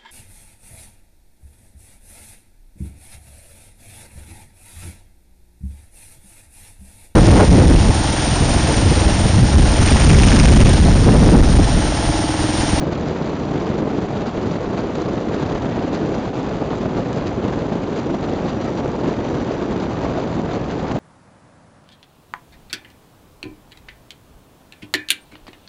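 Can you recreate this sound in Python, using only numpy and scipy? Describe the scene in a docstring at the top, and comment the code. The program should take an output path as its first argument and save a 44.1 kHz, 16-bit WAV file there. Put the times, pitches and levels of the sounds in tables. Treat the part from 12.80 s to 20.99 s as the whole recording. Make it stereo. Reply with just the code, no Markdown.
"""Jet boat in a head wind

A jet boat runs at steady speed up a canyon river, heard at the two microphone ports of a camera on deck.
The hum and thin whine of the engine are gliding sines; jet, wake and spray are coloured noise and ticks.
Over them the head wind, noise swollen by gusts, buffets and rasps at the ports, mostly the left one.
Hard eddies add thumps, and the strongest pressures overload softly."""
import sys
import numpy as np
from scipy import signal
from scipy.fft import rfft, irfft
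from scipy.io import wavfile
from scipy.ndimage import uniform_filter1d

SR = 44100
rng = np.random.default_rng(int(sys.argv[2]) if len(sys.argv) > 2 else 0)


def waveform_to_disk(signal):
    """Save audio, clipped to [-1, 1], as 16-bit WAV at the path in sys.argv[1]."""
    frames = np.transpose(np.atleast_2d(signal))
    scaled = np.clip(frames, -1, 1) * 32767
    samples = np.round(scaled).astype(np.int16)
    wavfile.write(sys.argv[1], SR, samples)


N = 361179
TIME = np.arange(N) / SR
HZ = np.fft.rfftfreq(N, 1 / SR)

# Thin whine of the drive: (time [s], frequency [Hz], level [dB])
WHINE_GLIDE = [(0, 5720, -64), (.55, 5860, -60), (.95, 5740, -65), (1.3, 5792, -65), (1.7, 5760, -59),
               (1.95, 5760, -66), (2.25, 5787, -61), (2.6, 5840, -61), (2.95, 5791, -66), (3.2, 5750, -60),
               (3.7, 5820, -65.5), (4.9, 5900, -66), (5.2, 5730, -59), (5.55, 5789, -63), (5.85, 5820, -56),
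               (6.2, 5750, -63), (6.5, 5880, -57), (6.95, 5787, -62), (7.3, 5830, -65), (8.19, 5788, -65)]
# Spectrum of jet, hull and wake: (frequency [Hz], relative density [dB per Hz])
WAKE_SPECTRUM = [(20, -22.5), (60, 0.5), (150, 4.5), (300, -1.5), (600, -3.5), (1500, -20), (4000, -31),
                 (7000, -35), (9000, -60.5)]
# Spectrum of fine spray drops: (frequency [Hz], relative density [dB per Hz])
SPRAY_SPECTRUM = [(800, -26.5), (2500, 8.5), (5000, 7), (7400, 3.5), (8500, -27.5)]
# Short broadband ticks, the one at 4.33 s the clearest: (time [s], level [dB])
SHORT_TICKS = [(.28, -32), (1.261, -32), (1.749, -33), (4.33, -20), (4.681, -32), (5.856, -32),
               (7.567, -37), (8.121, -22)]
# Single hard eddies that thump on the ports: (time [s], level [dB])
HARD_EDDIES = [(.784, -6), (1.786, -7), (2.259, -7), (2.847, -6), (4.955, -5), (5.856, -5), (6.06, -1),
               (6.559, -5), (6.903, -6), (7.567, -6), (8.12, -4)]
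# Spectrum of large eddies: (frequency [Hz], relative density [dB per Hz])
BUFFET_SPECTRUM = [(15, -33), (30, -12.5), (50, -7), (100, -4), (180, -.6), (280, 0.23), (400, -1.5),
                   (600, -7), (1000, -14.5), (2000, -31.5), (8000, -71.5)]
# Left port's share of the large eddies: (frequency [Hz], left minus right [dB])
BUFFET_TILT = [(30, 7.4), (70, 4.5), (200, 8.9), (400, 6.2), (700, 5.2), (1200, 1.4)]
# Phase of the large eddies between the ports: (frequency [Hz], lead of the left port [rad])
BUFFET_PHASE = [(25, 0.2), (65, -1.3), (140, -0.3), (220, 1.4), (350, 1.2), (600, 1.93), (1500, 2)]
# Spectrum of small eddies: (frequency [Hz], relative density [dB per Hz])
RASP_SPECTRUM = [(20, -47.5), (80, -13.5), (200, -6), (400, 0.5), (650, 2.14), (1000, -2), (1500, -6),
                 (2000, -10.5), (3000, -14), (4000, -15.8), (5000, -20), (6000, -24), (7200, -28.5),
                 (8200, -51)]
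# Departure of the small eddies from exact opposition at the ports: (frequency [Hz], lead of the left [rad])
RASP_PHASE = [(200, 0.21), (450, -0.7), (700, -0.38), (1100, -0.25), (2000, -0.06), (4000, -0.17),
              (7000, -.27)]
# Slow swell of the head wind by eddy size: (time [s], large [dB], middle [dB], small [dB])
WIND_SWELL = [(0, 2, -6.5, -0.5), (0.45, -1.9, 0.5, 0.5), (0.9, 2, -1.5, 1.5), (1.3, -1.1, -3, -2),
              (1.7, 1.4, -3, 1.5), (2.1, 0.5, -1, -1.0), (2.7, 0.4, 1.0, 1.0), (3.2, 2, -1.5, -0.3),
              (3.55, -1.5, 1.1, 0), (4.15, 0.2, -2.5, -1.8), (4.6, -0.4, -3, -2), (5.05, -1.2, -4, -2.5),
              (5.6, 0.5, -2, -0.6), (6.1, -1.1, -1.2, -3.5), (6.5, 0.9, 1.3, 1), (7.35, 0.4, 0.8, -0.2),
              (7.9, -1.4, -1, -1.9), (8.19, -0.3, 1, -2.6)]
# Gusts, or lulls where negative: (middle time [s], length [s], large [dB], middle [dB], small eddies [dB])
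WIND_GUSTS = [(0.132, 0.069, -2.5, 7.5, 4), (0.292, 0.12, 0.5, 3, 3), (0.412, 0.046, 1, 4, 1),
              (0.586, 0.069, -1, -3.5, -2.5), (0.671, 0.1, 1, -2, -2.5), (1.045, 0.095, 0, -4, -5),
              (1.185, 0.054, 4.5, 3.5, 2.5), (1.379, 0.13, 2.5, 3.5, 3.5), (1.474, 0.08, 1, 8, 3.5),
              (1.519, 0.05, -10, -1.5, -5), (1.803, 0.1, -3, -4.5, -4.5), (1.888, 0.057, -0.5, -3, -6),
              (1.988, 0.069, 2.5, 8.5, 4.5), (2.153, 0.046, 0.5, -1.5, 3.0), (2.217, 0.08, 0, -2.5, 3.0),
              (2.447, 0.12, -3.5, -7, -2), (2.547, 0.058, 1.5, 1.5, 3.5), (2.632, 0.04, 3.5, -0.5, 2),
              (2.731, 0.1, 2, 1, 2), (3.155, 0.067, 0.5, 0, 6), (3.35, 0.05, -2.5, 7, 3.5),
              (3.52, 0.049, -5, -6.5, -8.5), (3.699, 0.088, 1.5, 6, 2.0), (3.929, 0.06, 3.5, 0.5, 4),
              (4.018, 0.045, 2.5, 3.5, 3), (4.063, 0.03, 4, 6, 1.5), (4.178, 0.086, 4.5, 6.5, 4.5),
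              (4.308, 0.05, 0.0, 8, 0), (4.373, 0.13, 2, 2, 3), (4.422, 0.13, -2.5, 1.5, 1.5),
              (4.477, 0.052, 1.5, 0, 6), (4.667, 0.11, 4, 2, 4), (4.737, 0.057, 1.0, 4.0, 4),
              (4.807, 0.074, 1, 4.5, 4.5), (4.936, 0.11, 0, 6.5, 2.5), (4.961, 0.05, 3, -9, 0.5),
              (5.096, 0.05, 2, 7, 0.5), (5.181, 0.1, 3.5, 1.5, 6.5), (5.29, 0.1, 2, 0, -1.5),
              (5.39, 0.08, -2.5, -1, -2.5), (5.435, 0.04, 0, 3, 4), (5.545, 0.11, 1.5, 1, 2.5),
              (5.66, 0.054, 4.5, 5, 2), (5.695, 0.1, -2.0, 2.5, 5.0), (5.819, 0.077, 0, -3, 2),
              (5.859, 0.12, -1.5, 3, 3.5), (5.969, 0.1, -2, 0.5, 3), (6.004, 0.05, 3, 4, 4.5),
              (6.054, 0.037, 4.5, 2.5, 1.5), (6.203, 0.045, -0.5, 0.5, 4.0), (6.273, 0.15, 4, 0.5, 3),
              (6.333, 0.052, -3, 1.5, 0), (6.528, 0.054, 1, -7.5, -4), (6.642, 0.04, -4, -6, -3.5),
              (6.782, 0.042, -4.5, -3, -3.5), (6.867, 0.04, -5, -2.5, -4), (6.997, 0.06, -1.5, -0.5, 1),
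              (7.086, 0.05, -1, -5, -3.5), (7.246, 0.1, 1, 8, 3), (7.381, 0.06, 2.5, 10, 3.5),
              (7.431, 0.079, 0.5, 4.0, 2.0), (7.565, 0.029, -1.5, -6, 2.5), (7.635, 0.059, 1, -3.5, -5),
              (7.73, 0.11, -2, 6.5, 4.5), (7.915, 0.049, -3.5, 3.5, 4.5), (7.989, 0.05, 1, 0, 5.5),
              (8.049, 0.031, 4, 1.5, 2), (8.089, 0.06, -2, 5, 5.5), (8.119, 0.031, 5, 3.5, 5.5)]
# Brief rises of the large and middle wind noise: (time [s], rise [dB])
BRIEF_RISES = [(1.029, 5.5), (1.075, 4.5), (1.237, 1), (1.578, 6), (2.088, 2.5), (2.845, 2.5), (2.978, 4),
               (3.824, 8.5), (3.91, 3.5), (4.49, 3), (4.828, 3.5), (4.954, 1.5), (5.301, 5.5), (5.345, 5),
               (5.535, 2), (5.855, 4), (6.006, 3.5), (6.456, 2), (6.669, 3.5), (6.821, 3), (7.175, 6.5),
               (7.567, 4), (7.771, 4.5)]
# Sharp crackles of small eddies: (time [s], change [dB])
SHARP_CRACKLES = [(1.983, 2), (2.156, 5), (2.539, 1), (2.629, 3.5), (2.749, 4), (2.856, 1), (3.346, 1.5),
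                  (4.413, 4), (5.177, 3), (6.26, 2), (7.001, 4.5), (7.246, -0.5), (7.748, 4), (7.99, 1.5)]
# Stop bands of the camera: (frequency [Hz], width [Hz])
STOP_BANDS = [(5435, 340), (7910, 19), (8120, 330)]


def gain_of(db):
    """Logarithmic level: 20 dB is a factor of ten in amplitude."""
    return 10 ** (np.asarray(db) / 20)


def evened(x):
    """Normalization: scales to an rms of 1."""
    return x / np.sqrt(np.mean(x ** 2) + 1e-20)


def read(points):
    """Interpolation in pitch: joins (frequency, value) points on a log-frequency axis."""
    hz, value = np.transpose(points)
    return np.interp(np.log(HZ + 1), np.log(hz + 1), value)


def follow(curve):
    """Interpolation in time: joins the rows of a curve, giving one array for each column."""
    s, *columns = np.transpose(curve)
    return [np.interp(TIME, s, column) for column in columns]


def arches(events):
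    """Superposition: each row (time, length, dB, ..) adds a raised-cosine arch to each level curve."""
    out = np.zeros((len(events[0]) - 2, N))
    for s, length_s, *dbs in events:
        span = abs(TIME - s) < length_s / 2
        arch = np.cos(np.pi * (TIME[span] - s) / length_s) ** 2
        out[:, span] += np.outer(dbs, arch)
    return out


def wander(slow_hz, fast_hz):
    """Band-limited random motion: noise between two rates, its extremes rounded off, of rms 1."""
    band = HZ ** 2 / (HZ ** 2 + slow_hz ** 2) / (1 + (HZ / fast_hz) ** 2)
    motion = evened(irfft(rfft(rng.standard_normal(N)) * band, N))
    return evened(np.tanh(motion / 2))


def eddies(strength_db):
    """Amplitude modulation: spectra of two unrelated noises that swell and fade together."""
    strength = evened(gain_of(strength_db))
    return rfft(rng.standard_normal((2, N)) * strength)


def port_pair(drive, spectrum, likeness, lead=0., balance_db=0.):
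    """Partial coherence: colours two noises and mixes them to a set correlation between the ports."""
    left, other = drive
    mixed = likeness * left + np.sqrt(1 - likeness ** 2) * other
    right = mixed * np.exp(-1j * lead)
    tilt = gain_of(balance_db / 2)
    ports = np.array([left * tilt, right / tilt])
    return evened(irfft(ports * gain_of(read(spectrum)), N))


def tone(hz, db, balance_db, lead):
    """Frequency modulation: a sine whose phase sums its gliding frequency, later at the right port."""
    phase = 2 * np.pi * np.cumsum(hz) / SR
    tilt = gain_of(balance_db / 2)
    ports = np.array([tilt * np.sin(phase), np.sin(phase - lead) / tilt])
    return np.sqrt(2) * gain_of(db) * ports


def engine(hum_hz=290.6, hum_db=-40.5, throb_db=2, waver_hz=1.2, flicker_db=2.2):
    """Periodic sources: the firing hum throbs slowly at a steady speed; a thin whine drifts high above it."""
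    hum_pitch = hum_hz + 0.36 * wander(0.66, 0.99)
    hum = tone(hum_pitch, hum_db + throb_db * wander(0.36, 3.9), balance_db=-2.5, lead=1.0)
    whine_hz, whine_db = follow(WHINE_GLIDE)
    whine_pitch = whine_hz + waver_hz * wander(1.2, 9.7)
    whine = tone(whine_pitch, whine_db + flicker_db * wander(1.5, 9.4), balance_db=-4.0, lead=1.2)
    return hum + whine


def wake(level_db=-28.0, churn_db=4.0):
    """Turbulent flow noise: jet and hull water churn and rush, partly alike at the two ports."""
    churn = eddies(churn_db * wander(6, 32))
    return gain_of(level_db) * port_pair(churn, WAKE_SPECTRUM, likeness=0.56)


def spray(level_db=-54.0, drops_per_s=380, spread_db=3.0):
    """Random impacts: fine drops thrown up by the hull tick faintly, a few louder than the rest."""
    size = gain_of(spread_db * np.minimum(rng.exponential(1, (2, N)), 5))
    falls = rng.random((2, N)) < drops_per_s / SR
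    drops = rng.choice([-1, 1], (2, N)) * size * falls
    return gain_of(level_db) * port_pair(rfft(drops), SPRAY_SPECTRUM, likeness=0.97)


def short_ticks(fade_s=0.00051, dull_hz=7000):
    """Exponential decay: each tick is a short burst of broadband noise, the same at both ports."""
    strength = np.zeros(N)
    for s, db in SHORT_TICKS:
        strength += gain_of(db) * (TIME >= s) * np.exp(-abs(TIME - s) / fade_s)
    ticks = strength * rng.standard_normal(N)
    return signal.lfilter(*signal.butter(4, dull_hz, fs=SR), ticks)


def thumps(time_scale_s=0.00058, right_share=0.17):
    """Pressure pulse: a hard eddy pushes the left port, then sucks; the right one feels it weakly."""
    out = np.zeros(N)
    for s, db in HARD_EDDIES:
        u = np.maximum(TIME - s, 0) / time_scale_s
        out += gain_of(db) * np.e * u * (1 - u / 2) * np.exp(-u)
    return np.array([out, right_share * out])


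def buffeting(gust_db, flutter, level_db=-20.5, flutter_db=.9, lumps_db=1.5):
    """Turbulent pressure: large eddies press on the ports in uneven lumps."""
    drive = eddies(flutter_db * flutter + lumps_db * wander(40, 300))
    air = port_pair(drive, BUFFET_SPECTRUM, likeness=0.45,
                    lead=read(BUFFET_PHASE), balance_db=read(BUFFET_TILT))
    return gain_of(gust_db + level_db) * air


def rasping(gust_db, roar_db, flutter, level_db=-23.3, flutter_db=1.13,
            crackle_db=2.0, patchy_db=2.0, fizz_swing=1.9):
    """Vortex shedding: small eddies tear off the camera in bursts and push the ports in near opposition."""
    bursts_db = flutter_db * flutter + crackle_db * wander(38, 600)
    octave = np.log2(np.clip(HZ, 400, 6400) / 400)
    drive = 0
    for k in range(5):  # each eddy size fills its own overlapping octave, with its own patchiness
        share = np.sqrt(np.maximum(1 - abs(octave - k), 0))
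        coarse = np.interp(k, [0, 1, 2, 3], [1, .9, .1, 0])  # the lower octaves move with the roar
        swing = fizz_swing if k == 4 else 1  # the finest fizz swings most with the wind
        speed_db = coarse * roar_db + (1 - coarse) * gust_db + bursts_db
        drive = drive + share * eddies(swing * speed_db + patchy_db * wander(9.9, 120))
    air = port_pair(drive, RASP_SPECTRUM, likeness=-0.81, lead=read(RASP_PHASE))
    return gain_of(gust_db.mean() + level_db) * air


def wind(large_jitter_db=0.85, middle_jitter_db=0.8, small_jitter_db=0.5, crackle_s=0.0069, rise_s=0.019):
    """Level modulation: swell, gusts and jitter set each eddy size apart; the fast flutter is shared."""
    large_swell, middle_swell, small_swell = follow(WIND_SWELL)
    large_gusts, middle_gusts, small_gusts = arches(WIND_GUSTS)
    # brief rises lift large and middle eddies; crackles touch only the small
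    rises, = arches([(s, rise_s, db) for s, db in BRIEF_RISES])
    crackles, = arches([(s, crackle_s, db) for s, db in SHARP_CRACKLES])
    large_db = large_swell + large_gusts + rises + large_jitter_db * wander(11, 27)
    middle_db = middle_swell + middle_gusts + rises + middle_jitter_db * wander(7.4, 18)
    small_db = small_swell + small_gusts + crackles + small_jitter_db * wander(8, 20)
    flutter = wander(11, 32)
    return buffeting(large_db, flutter) + rasping(small_db, middle_db, flutter)


def overload(x, knee=.6, headroom=.3, lopsided=.16):
    """Nonlinear response: the microphone yields more to push than to pull and rounds off past the knee."""
    x = x + lopsided * (x ** 2 - uniform_filter1d(x ** 2, size=1001))
    excess = np.maximum(abs(x) - knee, 0)
    return x - np.sign(x) * (excess - headroom * np.tanh(excess / headroom))


def scene():
    """Superposition: engine, water, ticks and wind pressures add at the ports."""
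    return engine() + wake() + spray() + short_ticks() + thumps() + wind()


def record(dry, edge_hz=8500):
    """Band limitation: after soft overload the camera cuts treble stop bands, then all above its edge."""
    wet = overload(dry)
    for hz, width_hz in STOP_BANDS:
        wet = signal.lfilter(*signal.iirnotch(hz, hz / width_hz, fs=SR), wet)
    low_pass = signal.firwin(255, edge_hz, window=("kaiser", 9), fs=SR)
    return signal.oaconvolve(wet, low_pass[None], "same")


dry = scene()
out = record(dry)
waveform_to_disk(out)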